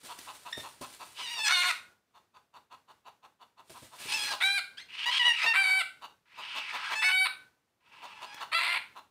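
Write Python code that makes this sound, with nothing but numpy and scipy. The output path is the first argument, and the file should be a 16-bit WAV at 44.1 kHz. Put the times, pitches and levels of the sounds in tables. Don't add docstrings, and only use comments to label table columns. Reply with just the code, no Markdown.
import sys
import numpy as np
from scipy import signal
from scipy.fft import rfft, irfft, next_fast_len
from scipy.io import wavfile
from scipy.ndimage import uniform_filter1d

SR = 44100
rng = np.random.default_rng(int(sys.argv[2]) if len(sys.argv) > 2 else 0)


def to_wav(s):
    ch = np.atleast_2d(s).T
    pcm = np.round(np.clip(ch, -1, 1) * 32767)
    wavfile.write(sys.argv[1], SR, pcm.astype(np.int16))


N = 401310
TOP_HZ = 15550


def undb(db):
    return 10 ** (np.asarray(db) / 20)


def unit(x):
    return x / np.sqrt(np.mean(x ** 2) + 1e-18)


def clock(length_s):
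    return np.arange(int(length_s * SR)) / SR


def colour(x, spectrum):
    size = next_fast_len(len(x) + 2048)
    hz, db = np.transpose(spectrum)
    f = np.maximum(np.arange(size // 2 + 1) * SR / size, 1)
    gain = undb(np.interp(np.log(f), np.log(hz), db))
    return irfft(rfft(x, size) * gain, size)[:len(x)]


def resonate(x, hz, width_hz, stages=1):
    for _ in range(stages):
        x = signal.lfilter(*signal.iirpeak(hz, hz / width_hz, fs=SR), x)
    return x


def wander(size, rate):
    place = np.arange(size) * rate / SR
    knots = rng.standard_normal(size + 2)
    return np.interp(place, np.arange(len(knots)), knots)


def add(track, s, x):
    start = int(s * SR)
    part = x[max(-start, 0):max(N - start, 0)]
    start = max(start, 0)
    track[start:start + len(part)] += part


def impacts(events, spectrum, decay_s):
    out = np.zeros(N)
    t = clock(0.2)
    envelope = t / decay_s * np.exp(1 - t / decay_s)
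    for s, db in events:
        noise = unit(colour(rng.standard_normal(len(t)), spectrum))
        add(out, s, noise * undb(db) * envelope)
    return out


# f/Hz, level/dB
AIR_SPECTRUM = [(25, -14.5), (110, -5.5), (1000, -10.5), (15000, -28)]

def still_air(db=-67.5):
    return unit(colour(rng.standard_normal(N), AIR_SPECTRUM)) * undb(db + wander(N, 10))


# t/s, crackle level/dB, thud level/dB
FOOTSTEPS = [(0.031, -44.5, -52), (0.183, -51, -68), (0.571, -47.5, -40.5), (0.809, -46, -42),
             (3.694, -50.5, -49), (3.818, -55.5, -50), (4.051, -53.5, -50.5)]
# t/s, duration/s, level/dB
DRAGS = [(-.2, 1.044, -56), (0.672, 1.21, -55), (3.618, 0.56, -57.5), (3.934, 0.46, -47)]
# f/Hz, level/dB
LEAF_SPECTRUM = [(80, -6.5), (4000, -1.5), (6500, -6), (9000, -1), (11000, -9), (15000, -12.5)]

def leaves(cracks_per_s=2600, hiss=0.93, rise_s=0.0026, fade_s=0.057, drag_taper=0.39):
    power = np.zeros(N)
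    t = clock(0.5)
    for s, db, _ in FOOTSTEPS:
        add(power, s, (undb(db) * np.minimum(t / rise_s, 1) * np.exp(-t / fade_s)) ** 2)
    for s, length, db in DRAGS:
        add(power, s, (undb(db) * signal.windows.tukey(int(length * SR), drag_taper)) ** 2)
    cracks = (rng.random(N) < cracks_per_s / SR) * rng.standard_normal(N)
    rustle = unit(colour(unit(cracks) + hiss * rng.standard_normal(N), LEAF_SPECTRUM))
    return rustle * np.sqrt(power) * undb(2 * wander(N, 60))


# f/Hz, level/dB
THUD_SPECTRUM = [(50, -32), (100, -14), (550, -20.5), (4000, -51.5)]

def thuds():
    return impacts([(s, db) for s, _, db in FOOTSTEPS], THUD_SPECTRUM, decay_s=0.007)


# t/s of the first peak, duration/s, first level/dB, last level/dB
CLUCK_TRAINS = [(.112, 1.275, -43.5, -45), (2.164, .396, -52.5, -52), (2.729, 1.21, -51, -50.5),
                (4.334, 0, -35, -35), (5.085, .371, -42, -35), (6.043, 0, -44, -44), (6.4, .528, -44, -36),
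                (8.047, .38, -45, -40), (8.979, 0, -46.5, -46.5)]
CLUCK_ACCENTS = [2.56, 2.73, 3.08, 6.57]

def cluck_beats(gap_s=0.177, accent_db=2, accent_stretch=1.09):
    beats = []
    for s, length, first_db, last_db in CLUCK_TRAINS:
        along = np.linspace(0, 1, round(length / gap_s) + 1)
        times = s + along * length
        accented = np.abs(times[:, None] - CLUCK_ACCENTS).min(axis=1) < gap_s / 2
        levels = first_db + along * (last_db - first_db) + accent_db * accented
        beats += zip(times, levels, accent_stretch ** accented)
    return beats


# f/Hz, bandwidth/Hz, relative level/dB
CLUCK_FORMANTS = [(1000, 462, -3.5), (2790, 480, -11.5), (3485, 640, -14), (4390, 270, -13.5),
                  (6000, 3200, -30), (9360, 360, -29.5)]

def clucks(pulse_hz=240, jitter=0.15, rise_s=0.02, fall_s=0.017, chest_db=-22, leak_db=-36):
    out = np.zeros(N)
    t = np.arange(-SR // 10, SR // 10) / SR
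    flank_s = np.where(t < 0, rise_s, fall_s)
    puff_pole = np.exp(-1 / (0.0015 * SR))
    for s, db, stretch in cluck_beats():
        swell = np.exp(-0.5 * np.abs(t / stretch / flank_s) ** 3.8)
        gap_spread, pulse_db = rng.standard_normal((80, 2)).T
        onsets = (np.cumsum(np.exp(jitter * gap_spread)) * SR / pulse_hz).astype(int)
        pulses = unit(np.bincount(onsets, undb(pulse_db), len(t))[:len(t)])
        puffs = unit(signal.lfilter([1], [1, -puff_pole], pulses) * rng.standard_normal(len(t)))
        source = (pulses + puffs) * swell
        shifts = np.exp(0.046 * rng.standard_normal(len(CLUCK_FORMANTS)))
        upper_modes = sum(undb(mode_db) * resonate(source, hz * shift, width, stages=2)
                          for (hz, width, mode_db), shift in zip(CLUCK_FORMANTS[1:], shifts[1:]))
        hz, width, knock_db = CLUCK_FORMANTS[0]
        knock = resonate(resonate(pulses * swell, hz * shifts[0], width), hz, width)
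        chest = resonate(source, hz=380, width_hz=550, stages=2)
        low = 2 * undb(knock_db) * knock - undb(chest_db) * chest
        high = upper_modes + undb(leak_db) * puffs * swell
        brightness = undb(np.interp(db, [-47, -41], [0.5, 5]))
        add(out, s + t[0], unit(low + brightness * high) / unit(swell).max() * undb(db))
    return out


# t/s, level/dB
DRY_TICKS = [(.188, -40.5), (8.343, -45)]
# f/Hz, level/dB
TICK_SPECTRUM = [(3000, -8), (13000, -18)]

def ticks():
    return impacts(DRY_TICKS, TICK_SPECTRUM, decay_s=0.0023)


def syrinx(hz, rough, waver, rasp, alternation=0, overtone_db=0):
    size = len(hz)
    rough = np.clip(rough * np.exp(0.3 * wander(size, 55)), 0, 1)
    jitter = 0.05 * rough * wander(size, 500)
    hops = waver * (0.25 + rough) * np.tanh(3 * wander(size, 55))
    phase = 2 * np.pi * np.cumsum(hz * (1 + jitter + hops)) / SR
    pulses = 0
    for k in range(1, 23):
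        db = 2 * wander(size, 30) if k <= 3 else overtone_db + 4 * wander(size, 30)
        windpipe_lag = k ** 2 / 2
        pulses += undb(db) * np.cos(k * phase - windpipe_lag) * (k * hz < TOP_HZ) / np.sqrt(10)
    doubling = 1 + alternation * np.cos(phase / 2 + wander(size, 90))
    shimmer = 1 + rough * wander(size, 600)
    tone = pulses * doubling * shimmer * (1 - rough ** 2)
    air = unit(colour(rng.standard_normal(size), [(1400, 0), (2400, 3), (3600, -1), (9000, -3)]))
    return tone + rasp * rough ** 1.5 * air * (1 + 0.5 * np.cos(phase))


def beak(source, throat, db, edge_s=0.0078):
    voice = colour(source, throat)
    running_rms = np.sqrt(np.abs(uniform_filter1d(voice ** 2, SR // 40)) + 1e-12)
    edges = signal.windows.tukey(len(voice), min(2 * edge_s * SR / len(voice), 1))
    return voice / running_rms * undb(db) * edges


# f/Hz, level/dB
THIN_THROAT = [(300, -34), (640, -29), (900, -8), (1850, -8.5), (2850, -2.5), (5000, -4), (7000, -16),
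               (9300, -13), (10500, -30), (15000, -29)]
# (t/s, f/Hz, level/dB)
CLEAR_NOTES = [(-10, 0.21, [(.524, 1670, -24), (.533, 1898, -34), (.539, 1823, -43), (.617, 1800, -46.5)]),
               (-4.5, .45, [(4.769, 1555, -46), (4.779, 1505, -42.5), (4.802, 1990, -47.5),
               (4.832, 2130, -49.5)]), (-5, 0.22, [(5.055, 923, -27), (5.108, 997, -31)]),
               (-13, 0.18, [(5.19, 992, -25), (5.24, 930, -26.5), (5.268, 990, -22.5),
               (5.305, 939.5, -22.5), (5.33, 905, -27.5)]), (-10, 0.033, [(5.458, 918, -23),
               (5.485, 919.5, -23), (5.533, 891, -27.5)]), (-0.5, 0.057, [(6.95, 875, -35),
               (7.1, 875, -30)])]

def notes():
    out = np.zeros(N)
    for outer_db, rough, course in CLEAR_NOTES:
        times, hz, db = np.transpose(course)
        t = times[0] + clock(times[-1] - times[0])
        source = syrinx(np.interp(t, times, hz), rough, waver=0.024, rasp=0.77, overtone_db=-8)
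        source = colour(source, [(900, outer_db), (1800, 2), (2900, 0.15), (5000, outer_db)])
        add(out, times[0], beak(source, THIN_THROAT, np.interp(t, times, db)))
    return out


# (t/s, level/dB, mouth resonance f/Hz, roughness)
HOARSE_WHINES = [(1021, 850, 1, 1.5, [(1.14, -59, 2540, 0.62), (1.19, -40, 3120, .6),
                 (1.29, -40.5, 2300, 0.28), (1.43, -34, 2400, 0.1), (1.49, -26, 1760, 0.35)]),
                 (887, 840, 6.5, 4, [(3.98, -51, 2450, 0.42), (4.06, -47, 2500, 0.62),
                 (4.125, -30, 2620, 0.35), (4.22, -34.5, 2540, .3), (4.335, -34.5, 1430, .55)]),
                 (971, 1300, -4, -9, [(4.88, -55, 2630, 0.54), (5.0, -35, 2940, 0.84),
                 (5.18, -26, 3300, 0.66), (5.36, -35.5, 2180, .7), (5.535, -25.5, 1880, 0.44)]),
                 (914, 820, 3.5, -7.5, [(6.25, -62.5, 1580, 0.88), (6.43, -45, 2900, 1.2),
                 (6.57, -40, 2990, 0.99), (6.78, -40, 1460, 0.79), (6.9, -38.5, 1500, 0.64),
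                 (7.0, -29, 2620, 0.15)]), (1010, 800, 15.5, -3, [(7.8, -64, 2600, 0.98),
                 (8.0, -51.5, 2710, 1), (8.29, -51, 2700, 0.45), (8.44, -45.5, 1580, 0.41)])]

def whines(flutter_db=2, yield_db=-20, yield_s=0.016):
    out = np.zeros(N)
    for first_hz, last_hz, hollow_db, shrill_db, course in HOARSE_WHINES:
        times, db, _, rough = np.transpose(course)
        t = times[0] + clock(times[-1] - times[0])
        hz = np.linspace(first_hz, last_hz, len(t))
        source = syrinx(hz, np.interp(t, times, rough), waver=0.05, rasp=2.04)
        source = colour(mouth(source, times[0]), [(1000, hollow_db), (2500, 0), (5500, shrill_db)])
        effort_db = np.interp(t, times, db) + flutter_db * wander(len(t), 45)
        add(out, times[0], beak(source, THIN_THROAT, effort_db))
    note_sounds = np.zeros(N)
    for *_, course in CLEAR_NOTES:
        note_sounds[int(course[0][0] * SR):int(course[-1][0] * SR)] = 1
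    return out * undb(yield_db * uniform_filter1d(note_sounds, int(yield_s * SR)))


def mouth(whine, start_s, resonance_db=6, width_hz=500):
    times, _, hz, _ = np.concatenate([course for *_, course in HOARSE_WHINES]).T
    f, t, frames = signal.stft(np.pad(whine, (0, SR // 40)), SR, nperseg=512)
    detuning = 2 * (f[:, None] - np.interp(start_s + t, times, hz)) / width_hz
    response = 1 + undb(resonance_db) / (1 + 1j * detuning)
    return signal.istft(frames * response, SR)[1][:len(whine)]


# f/Hz, level/dB
FULL_THROAT = [(250, -34.5), (720, -17.5), (1020, -2.5), (1500, -9.5), (2300, 0.5), (3050, -10.5),
               (3780, -1.5), (4500, -10), (5300, -31), (6500, -39), (9000, -20), (10600, -30.5),
               (15000, -38)]
# t/s, roughness
VOICE_BREAKS = [(1.505, 0.61), (1.639, 0.6), (1.695, 0.6), (5.555, 0.8), (7.103, .5), (7.27, 0.51),
                (8.77, 0.97)]
# t/s, duration/s, held f/Hz, overshoot/Hz, overshoot duration/s, level/dB, sag/dB, roughness,
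# pulse alternation, then level/dB of the chest, nasal ring, high ring and shrillness bands
LOUD_SQUAWKS = [(1.48, 0.24, 711, 52, 0.068, -24, 3, 0.05, 0.65, -4, 2.5, -2, 20.5),
                (4.401, 0.2, 793.6, -28, 0.054, -25, 4, 0.04, 0.1, -0.5, 2.5, 0, 15),
                (5.534, 0.29, 753.4, 37.5, 0.098, -23.5, 4.5, 0.23, 0.05, -1, 1.5, -7.5, 1.5),
                (7.014, .263, 751.5, 2, 0.13, -25, 2, 0, 0.04, -2, 0, -7.5, -7),
                (8.514, 0.27, 692, -9, 0.069, -27.5, 2.5, 0.61, 0.72, 1.5, 1.5, -6, 3)]

def squawks(scoop_s=0.036, push_s=0.021, sag_s=0.028, settle_s=0.011, collapse_s=0.03,
            creep_hz_per_s=130, break_half_s=0.02):
    out = np.zeros(N)
    for (s, length, held_hz, over_hz, over_s, db, sag_db, held_rough, held_alternation,
         chest_db, nasal_db, ring_db, shrill_db) in LOUD_SQUAWKS:
        t = clock(length)
        scoop = np.maximum(1 - t / scoop_s, 0)
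        overshoot = 0.5 - 0.5 * np.tanh((t - over_s) / settle_s / 2)
        sag = np.clip((t - scoop_s - push_s) / sag_s, 0, 1)
        collapse = np.maximum(1 - (length - t) / collapse_s, 0)
        breaks = sum(depth * np.exp(-((s + t - at) / break_half_s) ** 4) for at, depth in VOICE_BREAKS)
        hz = held_hz + over_hz * overshoot + creep_hz_per_s * (t - length / 2)
        hz *= 1 - 0.14 * scoop - 0.18 * collapse
        effort_db = db - 9 * scoop ** 2 - sag_db * sag - 0.5 * breaks - collapse ** 2
        body_rough = held_rough * np.interp(sag, [0, 1], [0.34, 1])
        end_rough = 0.82 * np.sqrt(scoop) + 0.45 * np.sqrt(collapse)
        rough = np.max([body_rough, end_rough, breaks], axis=0)
        alternation = np.maximum(held_alternation * (1 - overshoot), 0.78 * breaks)
        source = syrinx(hz, rough, waver=0.005, rasp=0.9, alternation=alternation)
        second_harmonic = resonate(source, 2 * (held_hz + over_hz), held_hz / 2)
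        source += undb(-1) * overshoot * second_harmonic
        timbre = [(750, chest_db), (1450, nasal_db), (2200, 0), (3000, 0),
                  (3900, ring_db), (4700, 0), (6200, shrill_db), (8500, 0)]
        add(out, s, beak(colour(source, timbre), FULL_THROAT, effort_db))
    return out


def forest(x, tail_db=-10, t60_s=0.32, treble_t60_s=0.34, near_db=-8, near_s=0.014,
           ring_db=-24, ring_t60_s=0.62):
    t = clock(1)
    echoes = rng.standard_normal(SR) * rng.exponential(size=SR) * np.minimum(t / 0.045, 1)
    low = signal.sosfilt(signal.butter(1, 5000, fs=SR, output="sos"), echoes)
    high = echoes - low
    tail = low * undb(-60 * t / t60_s) + high * undb(-60 * t / treble_t60_s)
    near = rng.standard_normal(SR) * (rng.random(SR) < 900 / SR) * np.exp(-t / near_s)
    ring = resonate(echoes, hz=1508, width_hz=330, stages=2) * undb(-60 * t / ring_t60_s)
    tail = unit(tail) + undb(ring_db) * unit(ring)
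    response = (undb(tail_db) * tail + undb(near_db) * unit(near)) / np.sqrt(SR)
    return x + signal.fftconvolve(x, response)[:N]


def scene():
    air = still_air()
    sources = leaves() + thuds() + clucks() + ticks() + notes() + whines() + squawks()
    return (air + forest(sources))[None]


def record(dry, smoothing_s=0.035):
    pole = np.exp(-1 / (smoothing_s * SR))
    power = signal.lfilter([1 - pole], [1, -pole], dry ** 2)
    level_db = 10 * np.log10(power + 1e-18)
    gain = undb(np.interp(level_db, [-64, -50], [-12, 0]))
    sound = signal.sosfilt(signal.butter(2, 60, "high", fs=SR, output="sos"), dry * gain)
    return signal.sosfilt(signal.ellip(10, 0.2, 80, TOP_HZ, fs=SR, output="sos"), sound)


dry = scene()
out = record(dry)
to_wav(out)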